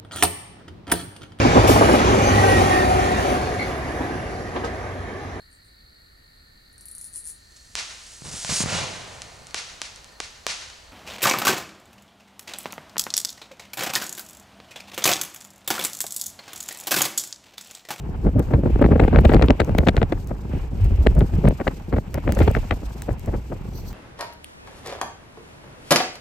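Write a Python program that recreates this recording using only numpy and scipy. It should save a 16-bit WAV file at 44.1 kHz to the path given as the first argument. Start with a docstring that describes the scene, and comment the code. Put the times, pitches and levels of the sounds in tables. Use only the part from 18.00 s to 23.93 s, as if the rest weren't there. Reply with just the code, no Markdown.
"""Storm wind at the open side window of a moving car, beating on a hand-held stereo microphone.
From the start, air rushes past, the road roars and the cabin throbs. Almost at once eddies (whirls of
air) hit the microphone's two openings, its ports: each is a crack, a slap and a late low push.
Raindrops begin to tick on the casing, the closest eddies add dry pops, and soft surges swell the throb.
The blows are hardest at 1-2 s. Near 5.7 s the window closes and air hisses through the narrowing gap."""
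import sys
import numpy as np
from scipy import signal
from scipy.fft import rfft, irfft, next_fast_len
from scipy.io import wavfile
from scipy.ndimage import uniform_filter1d, minimum_filter1d

SR = 44100
rng = np.random.default_rng(int(sys.argv[2]) if len(sys.argv) > 2 else 0)


def unload_wav(signal):
    """Save mono or channel-first audio to the path in sys.argv[1] as 16-bit WAV at rate SR, clipped to [-1, 1]."""
    wavfile.write(
        sys.argv[1],
        SR,
        np.round(np.clip(np.atleast_2d(signal).T, -1, 1) * 32767).astype(np.int16),
    )


N = 261513
TIME = np.arange(N) / SR
PADDED = next_fast_len(N + 4096)
BIN_HZ = np.arange(PADDED // 2 + 1) * SR / PADDED
LEFT_RIGHT = np.array([[.5], [-.5]])   # splits a difference between the two ports


def from_db(db):
    """Turn decibels into a gain to multiply by."""
    return 10 ** (np.asarray(db) / 20)


def unit_power(x):
    """Scale a signal to an average power of 1."""
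    return x / np.sqrt(np.mean(x ** 2) + 1e-20)


def in_time(rows):
    """Join a table's rows with straight lines: one curve for each column after the time."""
    times, *columns = np.transpose(rows)
    return [np.interp(TIME, times, column) for column in columns]


def at_hz(points, hz):
    """Read a table at any frequency, with the octaves evenly spaced."""
    f, value = np.transpose(points)
    return np.interp(np.log(np.maximum(hz, 1)), np.log(f), value)


def filtered(x, gain):
    """Give each frequency its own gain."""
    return irfft(rfft(x, PADDED) * gain, PADDED)[..., :N]


def drift(rate_hz, step=40):
    """A smooth random wobble with a typical size of 1."""
    r = np.exp(-2 * np.pi * rate_hz * step / SR)
    slow = signal.lfilter([1], [1, -2 * r, r * r], rng.standard_normal(N // step + 2002))[2000:]
    return np.interp(np.arange(N) / step, np.arange(len(slow)), unit_power(slow))


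def steadied(x, seconds):
    """Even out the chance swells of a noise over the given time."""
    size = max(int(seconds * SR), 2)
    power = uniform_filter1d(uniform_filter1d(np.mean(x ** 2, axis=0), size), size)
    return x / np.sqrt(np.maximum(power, 0) + 1e-9)


def port_noise(gain, likeness):
    """Filtered noise at the two ports: likeness 1 is the same in both, 0 is unrelated."""
    alike = np.clip(at_hz(likeness, BIN_HZ), 0, 1)
    mid, side = rfft(rng.standard_normal((2, PADDED)))
    pair = np.sqrt(1 + alike) * mid + np.sqrt(1 - alike) * side * [[1], [-1]]
    return unit_power(irfft(gain * pair, PADDED)[:, :N])


# how alike flowing air sounds at the two ports: f/Hz, likeness/0-1
FLOW_LIKENESS = [(40, .97), (130, .95), (290, .88), (640, .55), (1400, .15), (3000, .3), (7000, .2),
                 (10000, .85), (12500, .4)]
def flow_noise(tone, flicker_db, swirl_hz):
    """Noise that flickers as the air swirls; it dies away above the last row of its tone table."""
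    gain = from_db(at_hz(tone, BIN_HZ)) / np.maximum(BIN_HZ / tone[-1][0], 1) ** 4
    return unit_power(port_noise(gain, FLOW_LIKENESS) * from_db(flicker_db * drift(swirl_hz)))


STIFF_WIND_DB = -48   # the rush level that counts as a stiff wind
# strength of the passing air: t/s, rush level/dB, hiss level/dB
AIR_LEVELS = [(0.0, -66, -75), (0.08, -65, -67.5), (0.58, -62, -63), (0.67, -54.5, -66),
              (0.83, -52.5, -62.5), (1.29, -49.5, -60.5), (1.39, -49, -62), (1.57, -55.5, -66.5),
              (1.85, -60, -59), (2.05, -59, -68), (2.2, -65, -60.5), (2.44, -66, -65), (2.55, -55.5, -63),
              (2.62, -57, -63), (2.7, -65, -65.5), (2.85, -53.5, -63), (3.02, -59, -63.5),
              (3.26, -60.5, -61), (3.35, -53.5, -60.5), (3.53, -58, -59.5), (3.63, -58.5, -60),
              (3.8, -62, -63), (4.03, -63.5, -62.5), (4.21, -54.5, -63), (4.34, -51.5, -56.5),
              (4.43, -47.5, -51), (4.54, -51, -57), (4.77, -59, -59), (5.35, -60.5, -62),
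              (5.5, -61.5, -63.5), (5.7, -61, -65.5), (5.93, -62.5, -58)]
# tone of the rush: f/Hz, level/dB
RUSH_TONE = [(600, -40), (1300, -5), (1800, -0.5), (2200, 4.5), (2600, 4.5), (2950, 1.5), (3500, -7),
             (5000, -18), (9000, -33)]
# tone of the higher hiss: f/Hz, level/dB
HISS_TONE = [(1000, -34), (3000, 5), (4500, 8), (5700, 7), (6500, 5.5), (8300, 6.5), (10000, -3),
             (12000, 2), (14000, 3), (16000, -21.5)]
def passing_air(swell_db_per_s=42.5):
    """Air rushes and hisses along the car; the longer a surge, the more it swells the rush."""
    swell_db = swell_db_per_s * sum(length * bell(t, 2 * length) for t, length, _ in SOFT_SURGES)
    rush_db = STIFF_WIND_DB + 2 + 0.86 * wind_db() + swell_db
    hiss_db = in_time(AIR_LEVELS)[1] + 5
    rush = from_db(rush_db) * flow_noise(RUSH_TONE, flicker_db=1.5, swirl_hz=14)
    return rush + from_db(hiss_db) * flow_noise(HISS_TONE, flicker_db=3, swirl_hz=30)


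def wind_db():
    """How far the passing air is above or below a stiff wind, moment by moment."""
    return in_time(AIR_LEVELS)[0] - STIFF_WIND_DB


# steady part of the road's roar: t/s, level/dB
ROAD_LEVEL = [(0, -47), (0.7, -43), (2.7, -47.5), (3.7, -46.5), (4.9, -47), (5.93, -48.5)]
# tone of the roar: f/Hz, level/dB
ROAD_TONE = [(100, -6.5), (250, 6.5), (450, -8.5), (820, 1.5), (1150, -6.5), (1700, -12), (2500, -26.5),
             (5000, -37)]
def road_roar(stiff_wind_adds_db=-40):
    """The road roars all the way through, louder when the wind picks up."""
    gain = np.hypot(from_db(in_time(ROAD_LEVEL)[0]), from_db(stiff_wind_adds_db + wind_db()))
    return gain * flow_noise(ROAD_TONE, flicker_db=3.5, swirl_hz=25)


# strength of the gusts: t/s, level/dB
GUST_LEVEL = [(0.0, -32.5), (0.16, -26.5), (0.78, -22), (1.34, -19), (1.55, -41), (1.95, -26.5),
              (2.18, -28.5), (2.46, -31), (2.86, -23.5), (3.01, -29), (3.35, -27.5), (3.45, -35),
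              (3.73, -33.5), (4.18, -34.5), (4.33, -24.5), (4.42, -23), (4.52, -32.5), (4.91, -32),
              (5.5, -33.5), (5.93, -29.5)]
# tone of the cabin's deep throb: f/Hz, level/dB
THROB_TONE = [(15, -54), (25, -6.5), (33, -5), (43, -6.5), (56, -0.5), (75, -10.5), (100, -11), (150, -41),
              (300, -47.5)]
# tone of the flutter above it: f/Hz, level/dB
FLUTTER_TONE = [(50, -51.5), (100, -3.5), (150, 1), (250, -9), (400, -11), (700, -25), (1500, -40.5),
                (4000, -56)]
def cabin_throb():
    """Cabin air throbs at the open window with gusts, wakes and surges; small whirls flutter on top."""
    gust, wake, surge = from_db(in_time(GUST_LEVEL)[0]), wakes(), surges()
    throb_gain = np.hypot(gust, from_db(-6) * wake + surge)
    flutter_gain = np.hypot(from_db(-7) * gust, from_db(-11.5) * wake + from_db(-21.5) * surge)
    throb = steadied(flow_noise(THROB_TONE, flicker_db=2, swirl_hz=8), seconds=0.021)
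    flutter = flow_noise(FLUTTER_TONE, flicker_db=4, swirl_hz=34)
    return throb_gain * throb + flutter_gain * flutter


# big eddies hitting the ports: t/s, length/s, level/dB, brightness/(dB per octave), low push/dB
BIG_EDDIES = [(0.091, 0.00044, -31, -30.5, -17.5), (0.249, 0.003, -27, -10, -14),
              (0.268, 0.0087, -21.5, -10, -18), (0.29, 0.0023, -27, -10.5, -39),
              (0.3626, 0.0066, -23.5, -31.5, -15), (0.384, 0.011, -36, -6, -21),
              (0.3982, 0.0092, -21.5, -9, -33), (0.512, 0.006, -27.5, -7, -26.5),
              (0.5256, 0.00079, -24.5, -8.0, -32.5), (0.539, 0.0046, -19, -3.5, -20.5),
              (0.547, 0.012, -26, -8.5, -13.5), (0.589, 0.0086, -27, -23, -35),
              (0.637, 0.0033, -22.5, -12, -29), (0.6595, 0.0035, -20, -7.5, -11.5),
              (0.703, 0.0016, -25, -15, -31), (0.7593, 0.002, -21, -5.5, -24),
              (0.794, 0.0015, -20.5, -7, -30), (0.8158, 0.0027, -12, -9.5, -15),
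              (0.8237, 0.0049, -15.0, -5.0, -11.5), (0.844, 0.0014, -19, -3, -12.5),
              (0.85, 0.002, -13, -6.5, -28), (0.862, 0.0013, -16.5, -3.5, -34),
              (0.889, 0.0024, -21.5, -13.5, -27), (0.913, 0.0018, -21.5, -6, -10.5),
              (0.9198, 0.012, -18.5, -7.0, -18.5), (0.9346, 0.0026, -23, -8, -17),
              (0.96, 0.004, -16.0, -9.5, -36.5), (0.997, 0.0018, -22.5, 0, -28.5),
              (0.9998, 0.0036, -14, -3.5, -37), (1.0135, 0.005, -24, -5.5, -8.5),
              (1.028, 0.011, -22, -8.5, -25), (1.037, 0.0023, -25.5, -0.5, -30),
              (1.0485, 0.0021, -17.5, -5.5, -23), (1.0812, 0.0028, -15.5, -4, -24.5),
              (1.13, 0.00087, -17.5, -4, -9.5), (1.137, 0.001, -14, -6, -17),
              (1.148, 0.0037, -14, -8, -23.5), (1.16, 0.0026, -14.5, -4, -11.5),
              (1.1703, 0.0054, -19.5, -6, -8.5), (1.1886, 0.0028, -13.5, -3.5, -11.5),
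              (1.253, 0.005, -10, -4, -7), (1.2962, 0.0026, -14, -5, -34), (1.3025, 0.0037, -31, 2, -36),
              (1.3214, 0.0067, -20, -2.5, -21), (1.338, 0.0056, -15, -2.5, -9),
              (1.345, 0.0015, -14, -1.5, -5.5), (1.356, 0.0057, -17, -8, -12),
              (1.367, 0.0035, -22, -1, -31), (1.395, 0.00074, -17, -4.5, -24.5),
              (1.414, 0.0014, -15, -4.5, -15), (1.425, 0.0016, -14.5, 0.5, -14),
              (1.441, 0.008, -20.5, -4.5, -17), (1.485, 0.0017, -18.5, -1.5, -26.5),
              (1.498, 0.009, -23.5, -19, -33), (1.5051, 0.0036, -11, -2.5, -13),
              (1.6037, 0.0051, -18, 1.5, -18), (1.6163, 0.0027, -22, -1, -16),
              (1.682, 0.012, -29.5, -7.5, -38), (1.6938, 0.0014, -21.5, -7, -19),
              (1.7498, 0.00085, -18.5, -2.5, -16), (1.786, 0.0045, -20, -0.5, -9.5),
              (1.805, 0.003, -24.5, -8, -31), (1.8335, 0.0044, -23, -9, -33.5),
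              (1.873, 0.005, -15, -2.5, -16), (1.887, 0.003, -16.5, 2, -10.5),
              (1.893, 0.002, -25.5, 3.5, -30), (1.9467, 0.0023, -24.5, -9, -36.5),
              (1.9675, 0.0013, -20.5, 2, -24), (1.977, 0.0044, -24.5, -0.5, -13),
              (2.019, 0.0027, -16.5, -4, -21.5), (2.03, 0.002, -18, -1, -19.5),
              (2.124, 0.0022, -20.5, -0.5, -50), (2.1286, 0.0047, -28, -3, -31),
              (2.3126, 0.0042, -27, -6.0, -19), (2.5357, 0.0015, -26.5, -9, -15.5),
              (3.0659, 0.002, -13, -5, -32), (3.0697, 0.00082, -12, -1, -23),
              (3.0726, 0.0045, -31, -3.5, -11), (3.173, 0.017, -29.5, -7.5, -13.5),
              (3.2074, 0.00054, -36.5, 7.5, -23), (3.2157, 0.0054, -22, -5, -12),
              (3.338, 0.00038, -33.5, 2, -11), (3.373, 0.0021, -40, -28, -11.5),
              (3.444, 0.006, -19, -12, -16.5), (3.453, 0.0025, -19.5, -3.5, -19),
              (3.462, 0.004, -21.5, -19, -16), (3.4766, 0.0057, -21.5, -2, -19.5),
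              (3.4818, 0.0013, -9, -25, -11), (3.5098, 0.0016, -22, -3, -26.5),
              (3.525, 0.0013, -28, -11.5, -30), (3.603, 0.0023, -22.5, -4.5, -37),
              (3.6124, 0.0057, -26.5, -2.5, -37), (3.67, 0.0019, -20.5, -4.5, -40),
              (3.6797, 0.0036, -20, -0.5, -21), (3.928, 0.0017, -23.5, -2.0, -17),
              (3.9364, 0.0087, -26, -3, -22.5), (3.967, 0.0056, -26.5, -2.5, -23),
              (3.9838, 0.0026, -22.5, -3, -25), (4.151, 0.0097, -33, -3, -24),
              (4.1797, 0.0047, -27, -3, -30.5), (4.2767, 0.0052, -23, -5, -21.5),
              (4.293, 0.0029, -23, -3, -17), (4.303, 0.0041, -28, -6, -33),
              (4.372, 0.005, -24.5, -2.5, -21.5), (4.391, 0.0016, -25.5, 2, -17.5),
              (4.405, 0.0034, -19, -2.5, -14), (4.411, 0.0028, -16.5, -16, -15),
              (4.4197, 0.012, -28.5, 1.5, -19.5), (4.4795, 0.0034, -14.5, -3, -15),
              (4.502, 0.0056, -33, -2, -48), (4.5516, 0.0011, -20, -0.5, -31),
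              (4.568, 0.0065, -24, -1, -27.5), (4.7106, 0.002, -22, 1, -22.5),
              (4.722, 0.0089, -28, -0.5, -20), (4.833, 0.0019, -31, -8, -35),
              (5.0885, 0.0058, -24.5, -5, -28.5), (5.1086, 0.0037, -33.5, -0.5, -19.5),
              (5.2797, 0.006, -30.5, -5, -17.5), (5.29, 0.0053, -34, -3, -42),
              (5.3423, 0.011, -29.5, -4, -29.5), (5.354, 0.00087, -30.5, -5.5, -17.5),
              (5.5243, 0.0077, -29, -5.5, -36.5)]
# how the ports shape the eddies' tone: f/Hz, level/dB
EDDY_TONE = [(20, -7), (35, 3.5), (60, 2.5), (120, -0.5), (250, 1.5), (500, 2), (750, 2), (1050, -7),
             (1350, -3), (1750, -4), (2500, -7), (4000, -11.5), (5800, -22), (8500, -21), (13000, -37.5)]
# how much louder the left port is, as it faces the wind: f/Hz, left minus right/dB
LEFT_BOOST = [(60, 0), (260, 0), (400, 1), (550, 3.58), (900, 7), (1300, 4.46), (2000, 6.56), (4500, 5),
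              (8000, 0.94)]
# how alike the eddies sound at the two ports: f/Hz, likeness/0-1
WHIRL_LIKENESS = [(40, 0.99), (500, 1), (1000, 0.76), (4000, 0.51), (10000, 0.84)]
def eddies(lag_cycles=0.64, spread_cycles=0.13, crack_shortening=0.66, rise_share=0.79, tear_db=12.5):
    """In each blow, small high whirls arrive first and die fast; large low ones come late and linger."""
    tear = from_db(tear_db * drift(680))   # tears a hit into a few sharp snaps
    out, hits = np.zeros((2, N)), list(BIG_EDDIES) + small_eddies()
    octaves_hz = 55 * 2 ** np.arange(9)
    bands = [1 / (1 + np.abs(2 * np.log2((BIN_HZ + 1) / hz)) ** 6) for hz in octaves_hz]
    whirls = [port_noise(band, WHIRL_LIKENESS) for band in bands]
    starts = rng.integers(0, N - SR, len(hits))   # each hit gets its own stretch of noise
    for hz, whirl in zip(octaves_hz, whirls):
        whirl = steadied(whirl * (tear if hz > 600 else 1), seconds=max(1.2 / hz, .003))
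        for (t, length, *blow), start in zip(hits, starts):
            centre = t + lag_cycles / (hz + 15) - .0004
            width = length * (1 - crack_shortening * hz / (hz + 1000)) + spread_cycles / (hz + 15)
            near = slice(max(int((t - .04) * SR), 0), int((t + .08) * SR))
            offset = (TIME[near] - centre) / width
            shape = 1 / np.cosh(np.clip(np.where(offset < 0, offset / rise_share, offset), -20, 20))
            burst = unit_power(shape * whirl[:, start:start + len(shape)]) * np.sqrt(np.mean(shape ** 2))
            out[:, near] += from_db(whirl_level(hz, *blow)) * burst
    facing_db = at_hz(LEFT_BOOST, BIN_HZ) * LEFT_RIGHT
    return filtered(out + pops(), from_db(at_hz(EDDY_TONE, BIN_HZ) + facing_db))


def whirl_level(hz, level_db, brightness_db, push_db, slap_hz=380, crack_hz=1700, hard_crack_db=-18.5):
    """The lowest whirl is the push; brightness tilts the rest, more steeply from slap to crack."""
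    octaves, span = np.log2(min(hz, crack_hz) / slap_hz), np.log2(crack_hz / slap_hz)
    tilted_db = level_db + brightness_db * octaves * np.interp(octaves, [0, span], [0.3, 1])
    whirl_db = np.interp(np.log(hz), np.log([70, 180]), [push_db, tilted_db])
    treble_db_per_octave = 1 + min(whirl_db - hard_crack_db, 0)   # weaker cracks lose their treble
    return whirl_db + treble_db_per_octave * max(np.log2(hz / 2000), 0)


def small_eddies(stiff_wind_per_s=22, level_db=-30, spread_db=8.5, length_s=0.0019, brightness_db=-9):
    """Lesser eddies come at random, more often and harder in faster air; rows as in BIG_EDDIES."""
    speed_db, most = wind_db(), 500
    due_so_far = np.cumsum(stiff_wind_per_s * from_db(1.3 * speed_db)) / SR
    jitter, force = rng.random((most, 2)).T
    arrivals = np.searchsorted(due_so_far, np.arange(most) + jitter)
    levels_db = level_db + speed_db[np.minimum(arrivals, N - 1)] + spread_db * (2 * force - 1)
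    return [(at / SR, length_s, db, brightness_db, db) for at, db in zip(arrivals, levels_db) if at < N]


def wakes(delay_s=0.017, rise_s=0.034, decay_s=0.024):
    """Each big eddy's push swells the cabin air, which then settles; gives a gain curve."""
    power = np.zeros(N)
    for t, *_, push_db in BIG_EDDIES:
        near = slice(max(int((t - .1) * SR), 0), int((t + .3) * SR))
        age = TIME[near] - t - delay_s
        power[near] += (from_db(push_db) * np.exp(np.minimum(age / rise_s, -age / decay_s))) ** 2
    return np.sqrt(power)


# larger raindrops on the casing: t/s, level/dB
BIG_DROPS = [(0.3936, -23.5), (0.8155, -28.5), (1.0535, -38), (1.2065, -35), (1.2485, -29), (1.3284, -30.5),
             (1.343, -33), (1.4588, -32), (1.6456, -30), (1.7828, -16.5), (2.272, -32), (2.843, -32),
             (3.150, -30.5), (3.191, -27.5), (3.4852, -22), (4.142, -19), (4.321, -16), (4.349, -25),
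             (4.3835, -29), (4.389, -27), (4.512, -27.5), (5.0195, -22), (5.129, -39), (5.194, -31.5),
             (5.2588, -31.5)]
# notes the casing rings at: f/Hz, level/dB, time to fade by 60 dB/s
CASING_NOTES = [(1730, 1.5, 0.0014), (4800, -10, 0.0008), (6530, -16.5, 0.0052), (8610, -0.5, 0.0012),
                (11000, -14.5, 0.0024), (13700, -15.5, .002)]
def raindrops(boost_db=5, splash_s=.0007, spray_count=30, usual_drop_db=-27.5):
    """Each drop is a tiny splash that briefly rings the casing; fine spray ticks in between."""
    splashes, out, size = np.zeros((2, N)), np.zeros((2, N)), 400
    spray = [(when * (N - 2 * size) / SR, -50 + 9 * weight ** 2)
             for when, weight in rng.random((spray_count, 2))]
    for t, level_db in list(BIG_DROPS) + spray:
        noise = rng.standard_normal(size) + .3 * rng.standard_normal((2, size))
        burst = noise * np.exp(-TIME[:size] / splash_s)
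        burst /= np.sqrt(np.sum(burst ** 2) / 2)
        # heavier drops reach lower in pitch
        low_hz = np.clip(3000 * 2 ** ((usual_drop_db - level_db) / 13.5), 1200, 4500)
        splash = signal.lfilter(*signal.butter(2, low_hz, "high", fs=SR), burst)
        at = int((t + .0012) * SR)
        splashes[:, at:at + size] += from_db(level_db + boost_db) * splash
    for hz, note_db, fade_s in CASING_NOTES:
        decay, turn = from_db(-60 / (fade_s * SR)), 2 * np.pi * hz / SR   # both per sample
        ring = signal.lfilter([0, np.sin(turn)], [1, -2 * decay * np.cos(turn), decay ** 2], splashes + 1e-18)
        out += from_db(note_db) * ring
    return out


# dry pops of the closest eddies: t/s, level/dB, f/Hz
DRY_POPS = [(0.5374, -17.5, 1410), (0.8428, -9, 1660), (0.862, -15.5, 1500), (0.9978, -9, 1700),
            (1.002, -12, 2210), (1.0411, -14, 1900), (1.1603, -3.5, 1690), (1.1864, -8, 1610),
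            (1.2552, -2, 2700), (1.294, -10, 2700), (1.4241, -5.5, 3500), (1.485, -2.5, 3800),
            (1.5063, 2, 4700), (1.6024, -2.5, 2020), (1.6176, -14, 1310), (1.787, -1, 3220),
            (1.8872, 3.5, 3060), (1.892, -3, 3800), (1.9678, -11.5, 1640), (2.0168, -10, 2520),
            (2.031, -18, 1500), (3.0702, 1, 2090), (3.4805, -9.5, 1940), (3.672, -7, 1400),
            (3.679, -5.5, 1930), (4.278, -8.5, 1860), (4.407, -31, 1800), (4.5512, -4, 1720),
            (4.71, -0.5, 2030)]
def pops(half_length_cycles=0.53):
    """An eddy breaking right on a port makes one swing of pressure; a quicker swing sounds higher."""
    out = np.zeros(N)
    for t, level_db, hz in DRY_POPS:
        near = slice(int((t - .005) * SR), int((t + .005) * SR))
        cycles = (TIME[near] - t) * hz
        shape = np.exp(-(cycles / half_length_cycles) ** 2)
        out[near] += from_db(level_db) * shape * np.sin(2 * np.pi * cycles)
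    return out


# soft surges of air: t/s, length/s, level/dB
SOFT_SURGES = [(0.742, 0.014, -10), (1.038, 0.0086, -13), (1.733, 0.017, -19.5), (2.158, 0.014, -19),
               (2.537, 0.037, -35), (2.622, 0.0096, -21), (2.846, 0.04, -11), (2.933, 0.02, -12),
               (3.003, 0.026, -11), (3.137, 0.035, -17), (3.396, 0.024, -39), (4.265, 0.013, -19.5),
               (4.444, 0.011, -16), (4.589, 0.041, -18), (4.869, 0.011, -22)]
def surges():
    """Air swells into the cabin without a slap; gives a gain curve."""
    return sum(from_db(db) * bell(t, length) for t, length, db in SOFT_SURGES)


def bell(t, length):
    """A smooth swell that reaches 1 at time t."""
    return 1 / np.cosh(np.clip((TIME - t) / length, -20, 20)) ** 2


# air through the closing window: t/s, level/dB
GAP_LEVEL = [(0, -90), (5.6, -86.5), (5.72, -66), (5.76, -44.5), (5.80, -51), (5.84, -62), (5.89, -44.5),
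             (5.93, -81)]
# tone of its hiss: f/Hz, level/dB
GAP_TONE = [(2000, -33), (3900, -7), (4270, 4), (4560, 3), (5200, -4.5), (5700, -1), (5950, 8.5),
            (6300, -9.5), (10000, -14), (13500, 0.5), (16000, -11)]
def window_gap():
    """Air squeezes through the narrowing gap with a thin hiss."""
    return from_db(in_time(GAP_LEVEL)[0]) * flow_noise(GAP_TONE, flicker_db=2.2, swirl_hz=18)


# how far the left port is ahead of the right: f/Hz, phase/radians
LEFT_LEAD = [(30, 0), (70, .15), (150, .33), (400, .62), (780, .85), (1210, -.9), (2000, .4), (3100, 1.1),
             (5000, .7), (7500, 1.0), (9500, 3.0), (10800, 3.0), (12200, .3)]
def ports(x):
    """Pressure reaches the two ports a little out of step."""
    return filtered(x, np.exp(1j * at_hz(LEFT_LEAD, BIN_HZ) * LEFT_RIGHT))


def scene():
    """All the air, road and rain at the microphone."""
    return ports(eddies() + cabin_throb() + road_roar() + passing_air() + window_gap() + raindrops())


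def record(dry, low_cut_hz=36, high_cut_hz=17300, ceiling=.96):
    """The deepest bass is cut, a fast limiter turns down the highest peaks, then the top treble is cut."""
    dry = signal.sosfilt(signal.butter(2, low_cut_hz, "high", fs=SR, output="sos"), dry)
    size = 221   # samples, about 5 ms
    gain = np.minimum(1, ceiling / (np.abs(dry).max(axis=0) + 1e-9))
    held = minimum_filter1d(gain, 2 * size)
    smooth = uniform_filter1d(uniform_filter1d(held, size), size)
    return signal.sosfilt(signal.cheby2(14, 70, high_cut_hz, fs=SR, output="sos"), dry * smooth)


dry = scene()
out = record(dry)
unload_wav(out)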